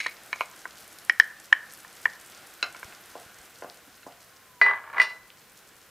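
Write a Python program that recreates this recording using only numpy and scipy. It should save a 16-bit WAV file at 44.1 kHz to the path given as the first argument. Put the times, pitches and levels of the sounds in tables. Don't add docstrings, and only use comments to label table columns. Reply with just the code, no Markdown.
import sys
import numpy as np
from scipy import signal
from scipy.fft import rfft, irfft
from scipy.io import wavfile

SR = 44100
rng = np.random.default_rng(int(sys.argv[2]) if len(sys.argv) > 2 else 0)


def pcm_store(signal):
    levels = np.round(np.clip(np.atleast_2d(signal), -1, 1) * 32767)
    wavfile.write(sys.argv[1], SR, levels.astype(np.int16).T)


def linear_from_db(decibels):
    return 10 ** (np.asarray(decibels, float) / 20)


N = 260315

# t/s, cavity peak level/dB, cavity f/Hz, wall level/dB, hardness/dB
CUP_TAPS = [(0.0044, -27.5, 1670, -34, 6.5), (0.0621, -19, 1880, -28, -16.5), (0.066, -20, 1900, -37.5, 13),
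            (0.329, -20, 1780, -24, -5.5), (0.359, -45, 1930, -41, -15), (0.408, -28, 1630, -19, -11.5),
            (0.6543, -25, 1540, -41.5, -14), (1.0969, -3.5, 1900, -19.5, 7.5), (1.1991, 2, 1778, -15, 7),
            (1.5272, 0.5, 1774, -19.5, 3.5), (1.8475, -37, 1770, -48.5, -11), (2.0558, -6, 1813, -21.5, -3),
            (2.747, -32.5, 1390, -38, -3), (2.829, -29, 1570, -34.5, -2.5)]
# f/Hz, loosely gripped level/dB, T60/s, pressed on the spoon level/dB, T60/s
CUP_WALL = [(457, -9.5, 0.0034, -10, 0.0074), (643, -16, 0.012, -17, 0.011), (1048, -9.5, 0.013, -1, 0.013),
            (1360, -14.5, 0.011, -12, .015), (2242, 4, 0.019, -1, 0.019), (2470, -7, 0.035, -23, 0.0082),
            (2774, -3, 0.0082, -14.5, 0.017), (3166, -11, 0.0093, -8.5, 0.008),
            (3980, -7.5, 0.021, -16, 0.0091), (4440, -15, 0.028, -23, 0.0066),
            (5330, -11, 0.011, -10, 0.0072), (6390, -6, 0.0039, -26.5, 0.0021),
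            (9000, -14, 0.0081, -22, .006)]
HARDNESS_SHARE = [-0.93, .05, 1.1]
# peak t/s, level/dB, rise/(dB/s), fall/(dB/s)
SCRAPE = [
    (0.001, -22.5, 600, 650),
    (.07, -37, 30, 290),
    (.335, -48, 700, 132),
    (.415, -39, 597, 328),
]
# t/s, peak level/dB, f/Hz
BLOW_NOTES = [(0.361, -35, 6500), (0.6545, -28, 1920), (1.0954, -32, 9320), (1.0959, -34.5, 1500),
              (1.0968, -7.5, 2060), (1.1992, -7.5, 5350), (1.525, -21.5, 1077), (1.5274, -12, 3003),
              (1.5279, -25, 6800), (2.0547, -23, 2670), (2.6279, -27, 7900), (3.876, -50.5, 273)]
CAVITY_T60_S, PRESSED_S = 0.0061, 0.5

# t/s, peak level/dB, depth in the sauce/1
POT_BUMPS = [(2.627, -20.5, 0.05), (2.66, -35, 0.1), (2.761, -36, 0.29), (2.924, -42, 0.18),
             (3.153, -21, 0.78), (3.179, -40, .7), (3.622, -22, 0.58), (3.644, -22.5, 0.68),
             (3.6, -63, .05), (3.689, -42, 0.7), (3.876, -49, 0.7), (4.03, -52, 0.03), (4.065, -23.5, 1.15),
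             (4.079, -51, .9), (4.109, -40.5, 0.46)]
# f/Hz, level/dB, T60/s
POT_WALL = [(244, -16, 0.015), (374, -14, 0.059), (533, -4.5, 0.0085), (703, -11.5, 0.12),
            (1023, -6.5, 0.0041), (1397, 0, 0.0087), (1620, 4, 0.009), (2116, 4, 0.027), (2650, 7.5, 0.015),
            (3060, -3, 0.017), (4100, -2, 0.013), (4890, -16, 0.025), (5300, -9.5, 0.013),
            (6630, -12, 0.014)]
RIM_DB = [-0.5, 3, -3.5, 5]
SAUCE_LOSS_DB = [0.1, 28, 48, 84]
LONGEST_POT_T60_S = 0.028

# t/s, knock peak level/dB, ring level/dB, high ring level/dB
CLATTER = [(4.614, -4, -7.5, -32), (4.662, -13, -15, -42), (4.683, -15.5, -27, -54.5),
           (4.694, -27, -44, -51), (4.71, -15.5, -49, -61), (4.735, -19, -40.5, -65),
           (4.839, -32, -51.5, -74.5), (4.936, -29.5, -54, -72), (4.944, -25.5, -43.5, -63),
           (4.97, -25.5, -33, -60), (4.981, -12.5, -21.5, -42), (4.999, -13, -8, -28),
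           (5.007, -19, -39.5, -42), (5.016, -14.5, -30.5, -25.5), (5.099, -56, -47, -45.5)]
# f/Hz, first level/dB, T60/s, second level/dB, T60/s
LOW_RING = [(1997, -2.5, 0.27, 2, 0.068), (1872, -16, 0.26, -4.5, 0.032), (2002, -27, .2, -17, 0.42),
            (2410, -19, 0.13, -17, 0.15), (2500, -26.5, 0.18, -20.5, 0.18)]
# f/Hz, first level/dB, T60/s, second level/dB, T60/s
HIGH_RING = [(2918, -10, 0.18, -18.5, 0.11), (4033, -1.5, 0.24, -10, 0.37), (4530, -7, 0.19, -9.5, .19),
             (5280, -19, 0.15, -19.5, 0.26), (7450, -34, 0.075, -22, 0.13), (8740, -9, 0.072, -22, 0.12),
             (8880, -20.5, .2, -19.5, 0.2), (11580, -34, .15, -30, 0.15), (12410, -30.5, .2, -41, .2),
             (15340, -35, .1, -22, .13)]
# f/Hz, level/dB, T60/s
HOB_TOP = [(414, -27.5, 0.15), (662, -17.5, 0.074), (969, -4.5, 0.017), (1097, -5.5, 0.029),
           (1178, -8, 0.046), (1390, 3, 0.0086), (1654, -1, 0.024), (2165, -5.5, 0.01),
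           (2750, -17.5, 0.011), (3270, -24, 0.013), (3950, -22.5, 0.024), (4960, -37, 0.0073),
           (6170, -39, .008)]
# peak t/s, level/dB, rise/(dB/s), fall/(dB/s)
RATTLE = [
    (4.68, -30, 34, 130.5),
    (4.89, -44, 73, 82),
    (5.005, -28, 206, 247),
]
# f/Hz, level/dB, T60/s
THIN_SHEET = [(2830, 0, 0.015), (3620, -5, 0.015), (4760, -2, 0.0055), (5680, -9.5, 0.0096),
              (6840, -10, 0.0052)]
SECOND_FALL_S = 4.9

# t/s, hiss level/dB
SIZZLE = [(0, -55), (1.05, -56), (1.3, -58), (2.3, -55.5), (2.8, -54), (3.4, -56.5), (3.9, -59.5),
          (4.4, -63), (4.8, -67.5), (5.2, -64), (5.9, -62)]
# t/s, peak level/dB, f/Hz
POPS = [(0.2345, -36, 9900), (0.261, -36, 9810), (0.5123, -37, 6630), (0.707, -40, 5800),
        (0.7552, -41, 5950), (0.8125, -45, 6940), (0.878, -33, 9800), (0.9263, -34.5, 9800),
        (0.9413, -48, 5320), (0.9857, -34, 5030), (0.9862, -32, 11000), (1.0488, -31.5, 9900),
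        (1.3996, -36.5, 7400), (1.7072, -37, 5120), (1.723, -33, 8080), (1.7363, -29.5, 11300),
        (1.774, -34, 11000), (1.804, -37, 9400), (2.0987, -36, 5280), (2.134, -37, 5600),
        (2.2115, -35, 10700), (2.2609, -35, 9000), (2.2986, -36, 9900), (2.3475, -35, 5400),
        (2.7254, -34.5, 8100), (2.7961, -33, 10740), (2.9485, -36.5, 5220), (3.1978, -36, 9500)]
# t/s, peak level/dB, f/Hz
BUBBLES = [
    (3.6993, -26, 4530),
    (4.1225, -39, 2740),
    (5.3031, -31.5, 2980),
]
# f/Hz, level per Hz/dB
HISS = [(120, -16.5), (200, -0.5), (245, -8), (347, 1), (401, -5), (735, 1), (933, -4.5), (1450, 0),
        (3370, -5.5), (5230, -9), (9750, -12.5), (14300, -15), (16000, -23.5)]
# peak t/s, level/dB, rise/(dB/s), fall/(dB/s)
STIR = [
    (2.8, -52, 40, 12),
    (3.4, -51, 6, 34),
]
# f/Hz, bandwidth/Hz
POT_MOUTH = (1480, 230)
MOUTH_DB, MOUTH_FOLLOWS = -55.5, 1.1
SMALL_POPS_PER_S = 170

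# t/s, f/Hz, level/dB
HUM = [
    (4.25, 1093, -79),
    (4.45, 1050, -70),
    (4.612, 960, -59.5),
]
# t/s, peak level/dB, f/Hz
THUMPS = [(2.85, -40, 90), (3.261, -45, 118), (3.399, -53, 61.9), (3.5, -60, 158), (4.616, -39.5, 151),
          (4.997, -46, 113)]
# f/Hz, level per Hz/dB
AIR = [(12, -45.5), (20, -13), (113, -0.5), (367, -6.5), (485, -0.5), (718, -12.5), (802, -1.5),
       (873, -11.5), (1030, -1.5), (1220, -6), (1440, -3), (3530, -12.5), (9670, -16), (16000, -13)]
AIR_DB = -59
# f/Hz, level per Hz/dB
SELF_NOISE = [(12, -15.5), (20, -23), (53, 4), (123, 1), (590, 1), (1370, -5.5), (3840, -1.5),
              (14700, -1.5), (16000, -3.5)]
# f/Hz, T60/s
ROOM_T60 = [(200, 0.15), (700, 0.61), (1800, 0.38), (4000, 0.21), (12000, 0.32)]


def cup():
    s, peak, hz, wall_db, hardness = np.transpose(CUP_TAPS)
    groups = wall_db + np.outer(HARDNESS_SHARE, hardness)
    cavity = blips(zip(s, peak, hz), 0 * s + CAVITY_T60_S, gain_db=11.5, sharpness=10.9)
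    loose, pressed = [0, 1, 2], [0, 3, 4]
    wall = 0
    for grip, columns in ((s < PRESSED_S, loose), (s >= PRESSED_S, pressed)):
        modes = np.array(CUP_WALL)[:, columns]
        wall = wall + linear_from_db(2) * strike(s[grip], groups[:, grip], [1700, 2800], modes, spread_db=2)
    blow_notes = blips(BLOW_NOTES, ring_times(BLOW_NOTES, 22), gain_db=2)
    scrape = chatter(SCRAPE, (0, 0.55), np.array(CUP_WALL)[3:, :3], per_s=840, longest_s=0.04)
    tail = linear_from_db(-11.5) * dying_noise(wall, share=0.14, start_s=0.0033)
    return cavity + wall + tail + scrape + blow_notes


def pot():
    s, peak_db, depth = np.transpose(POT_BUMPS)
    levels = peak_db + np.c_[RIM_DB] - np.outer(SAUCE_LOSS_DB, depth)
    modes = [(hz, db, min(t60, LONGEST_POT_T60_S)) for hz, db, t60 in POT_WALL]
    knock = strike(s, levels, [1100, 1850, 3500], modes, spread_db=3)
    return knock + linear_from_db(-0.5) * dying_noise(knock, share=0.285, start_s=0.00037)


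def clatter():
    s, knock_db, ring_db, high_db = np.transpose(CLATTER)
    free, held = [0, 1, 2], [0, 3, 4]
    rings = 0
    for fall, columns in ((s < SECOND_FALL_S, free), (s >= SECOND_FALL_S, held)):
        low_modes, high_modes = np.array(LOW_RING)[:, columns], np.array(HIGH_RING)[:, columns]
        rings = rings + strike(s[fall], [ring_db[fall]], [], low_modes, spread_db=1.5)
        rings = rings + strike(s[fall], [high_db[fall]], [], high_modes, spread_db=3)
    knocks = strike(s, [knock_db - 6], [], HOB_TOP, spread_db=3)
    knocks = knocks + chatter(RATTLE, (4.62, 5.24), HOB_TOP[:9], per_s=600, longest_s=0.042)
    return rings + knocks + linear_from_db(-15) * dying_noise(knocks, share=0.53, start_s=0.0033)


def clang():
    s, _, _, high_db = np.transpose(CLATTER)
    crack = strike(s, [high_db + 2], [], THIN_SHEET, spread_db=3)
    return linear_from_db(-1) * crack + linear_from_db(1.5) * dying_noise(crack, share=0.87, start_s=0.0012)


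def sizzle():
    hiss_db, = in_time(SIZZLE)
    mouth_db = np.maximum(MOUTH_DB + MOUTH_FOLLOWS * (hiss_db + 57), swells(STIR))
    fizz = coloured(HISS)
    treble = signal.butter(2, 6500, "high", fs=SR, output="sos")
    top = signal.sosfilt(treble, coloured(HISS))
    sway = drift(9)
    puffs = 4 * drift(30) + 3 * drift(90)
    fizz = linear_from_db(hiss_db + 2 + sway) * fizz + linear_from_db(hiss_db - 11.5 + puffs) * top

    hz, width = POT_MOUTH
    sung = rms_one(ring(rng.standard_normal(N), hz, 2.1 / width))
    mouth = linear_from_db(mouth_db - 8 + 2 * drift(8.8)) * sung

    born = rng.random(N) < SMALL_POPS_PER_S * linear_from_db(7 * drift(40)) / SR
    born = born * linear_from_db(4.83 * rng.exponential(1, N).clip(0, 3.2))
    pitches, dealt = np.geomspace(4500, 14000, 8), rng.integers(0, 8, N)
    crackle = sum(ring(born * (dealt == k), f, 4 / f, sharpness=0.71) for k, f in enumerate(pitches))
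    pops = linear_from_db(hiss_db + 14) * crackle
    pops = pops + blips(POPS, ring_times(POPS, 3.7), gain_db=10.5, sharpness=0.89)
    bubbles = blips(BUBBLES, ring_times(BUBBLES, 4.5), gain_db=5)
    return fizz + mouth, spatter(pops, length_s=0.016) + bubbles


def spatter(pops, length_s):
    t = np.arange(600) / SR
    burst = rng.standard_normal(len(t)) * linear_from_db(-60 * t / length_s)
    burst = irfft(np.exp(1j * np.angle(rfft(burst))), len(t))
    return signal.fftconvolve(pops, burst / np.sqrt(np.sum(burst ** 2)))[:N]


def hum():
    hz, level = in_time(HUM)
    sounding = (np.arange(N) > HUM[0][0] * SR) & (np.arange(N) < HUM[-1][0] * SR)
    return sounding * linear_from_db(level + 4.5) * np.sin(2 * np.pi * np.cumsum(hz) / SR)


def thumps():
    return blips(THUMPS, ring_times(THUMPS, 1.8), gain_db=7, sharpness=0.65)


def kitchen(wet):
    return dying_noise(wet, share=1, start_s=0.0056)


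def air():
    return linear_from_db(AIR_DB + 1.83) * coloured(AIR)


def self_noise():
    return linear_from_db(AIR_DB - 5) * coloured(SELF_NOISE)


def ring(clicks, hz, t60, sharpness=2.02):
    r, w = linear_from_db(-60 / (t60 * SR)), 2 * np.pi * min(hz, 0.45 * SR) / SR
    broad = np.exp(-w / 2 / sharpness)
    zeros = np.array([1, 0, -1]) * (1 - broad ** 2) / 2
    push = signal.lfilter(zeros, [1, -2 * broad * np.cos(w), broad ** 2], clicks + 1e-18)
    return signal.lfilter([0, np.sin(w)], [1, -2 * r * np.cos(w), r * r], push)


def strike(times, group_db, edges, modes, spread_db):
    chance = rng.standard_normal((len(times), len(modes)))
    first, last = int(min(times) * SR), int(max(times) * SR) + SR // 2
    out = np.zeros(N)
    for k, (hz, db, t60) in enumerate(modes):
        level = group_db[np.searchsorted(edges, hz)] + db + spread_db * chance[:, k]
        clicks = clicks_at(times, level)
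        out[first:last] += (-1) ** k * ring(clicks[first:last], hz, t60)
    return out


def clicks_at(times, db):
    out = np.zeros(N)
    np.add.at(out, np.round(np.asarray(times) * SR).astype(int), linear_from_db(db))
    return out


def blips(rows, t60s, gain_db, sharpness=1.6):
    out, click = np.zeros(N + 4096), np.eye(1, 4096)[0]
    for (s, db, hz), t60 in zip(rows, t60s):
        out[round(s * SR):][:4096] += linear_from_db(db + gain_db) * ring(click, hz, t60, sharpness)
    return out[:N]


def ring_times(rows, cycles):
    return cycles / np.array(rows)[:, 2]


def chatter(strokes, span_s, modes, per_s, longest_s):
    span = slice(int(span_s[0] * SR), int(span_s[1] * SR))
    sizes = linear_from_db(3.5 * rng.exponential(1, N).clip(0, 4)) * rng.choice([-1, 1], N)
    clicks = ((rng.random(N) < per_s / SR) * sizes)[span]
    body = sum(linear_from_db(db) * ring(clicks, hz, min(t60, longest_s)) for hz, db, t60 in modes)
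    out = np.zeros(N)
    out[span] = rms_one(body)
    return linear_from_db(swells(strokes)) * out


def dying_noise(x, share, start_s):
    t = np.arange(SR // 2) / SR
    edges = 100 * 2 ** np.arange(0, 7.6, 0.5)
    white = rng.standard_normal((2, SR // 2))
    tail = 0
    for k, (low, high) in enumerate(zip(edges, edges[1:])):
        band_filter = signal.butter(2, [low, high], "band", fs=SR, output="sos")
        band = signal.sosfilt(band_filter, white[k % 2])
        tail = tail + band * linear_from_db(-60 * t / share / at_hz(ROOM_T60, np.sqrt(low * high)))
    tail = tail * np.clip(t / start_s - 1, 0, 1)
    return signal.fftconvolve(x, tail / np.sqrt(np.sum(tail ** 2)))[:N]


def swells(rows):
    t = np.arange(N) / SR
    levels = [db - np.maximum(rise * (s - t), fall * (t - s)) for s, db, rise, fall in rows]
    return np.max(levels, axis=0)


def coloured(spectrum):
    hz = np.maximum(np.fft.rfftfreq(N, 1 / SR), 5)
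    return rms_one(irfft(rfft(rng.standard_normal(N)) * linear_from_db(at_hz(spectrum, hz)), N))


def drift(rate):
    points = rng.standard_normal(800)
    return np.interp(np.arange(N) / SR * rate, np.arange(800), points)


def rms_one(x):
    return x / np.sqrt(np.mean(x ** 2) + 1e-20)


def at_hz(points, hz):
    return np.interp(np.log(hz), np.log(np.array(points)[:, 0]), np.array(points)[:, 1])


def in_time(rows):
    s, *columns = np.transpose(rows)
    return [np.interp(np.arange(N) / SR, s, c) for c in columns]


def scene():
    taps, (steady, pops), bumps, metal = cup(), sizzle(), pot(), clatter()
    wet = linear_from_db(-19.5) * taps + linear_from_db(-15.5) * bumps + linear_from_db(-15.5) * metal + linear_from_db(-7.5) * pops
    mid = taps + bumps + metal + clang() + pops + steady
    mid = mid + kitchen(wet) + hum() + thumps() + air()
    side = self_noise()
    return np.array([mid + side, mid - side])


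def roll_off(x):
    return signal.sosfilt(signal.butter(12, 16500, fs=SR, output="sos"), x)


def record(dry):
    top_cut = signal.cheby2(10, 50, 16300, fs=SR, output="sos")
    mix = np.clip(signal.sosfilt(top_cut, dry), -1, 1)
    return roll_off(mix)


dry = scene()
out = record(dry)
pcm_store(out)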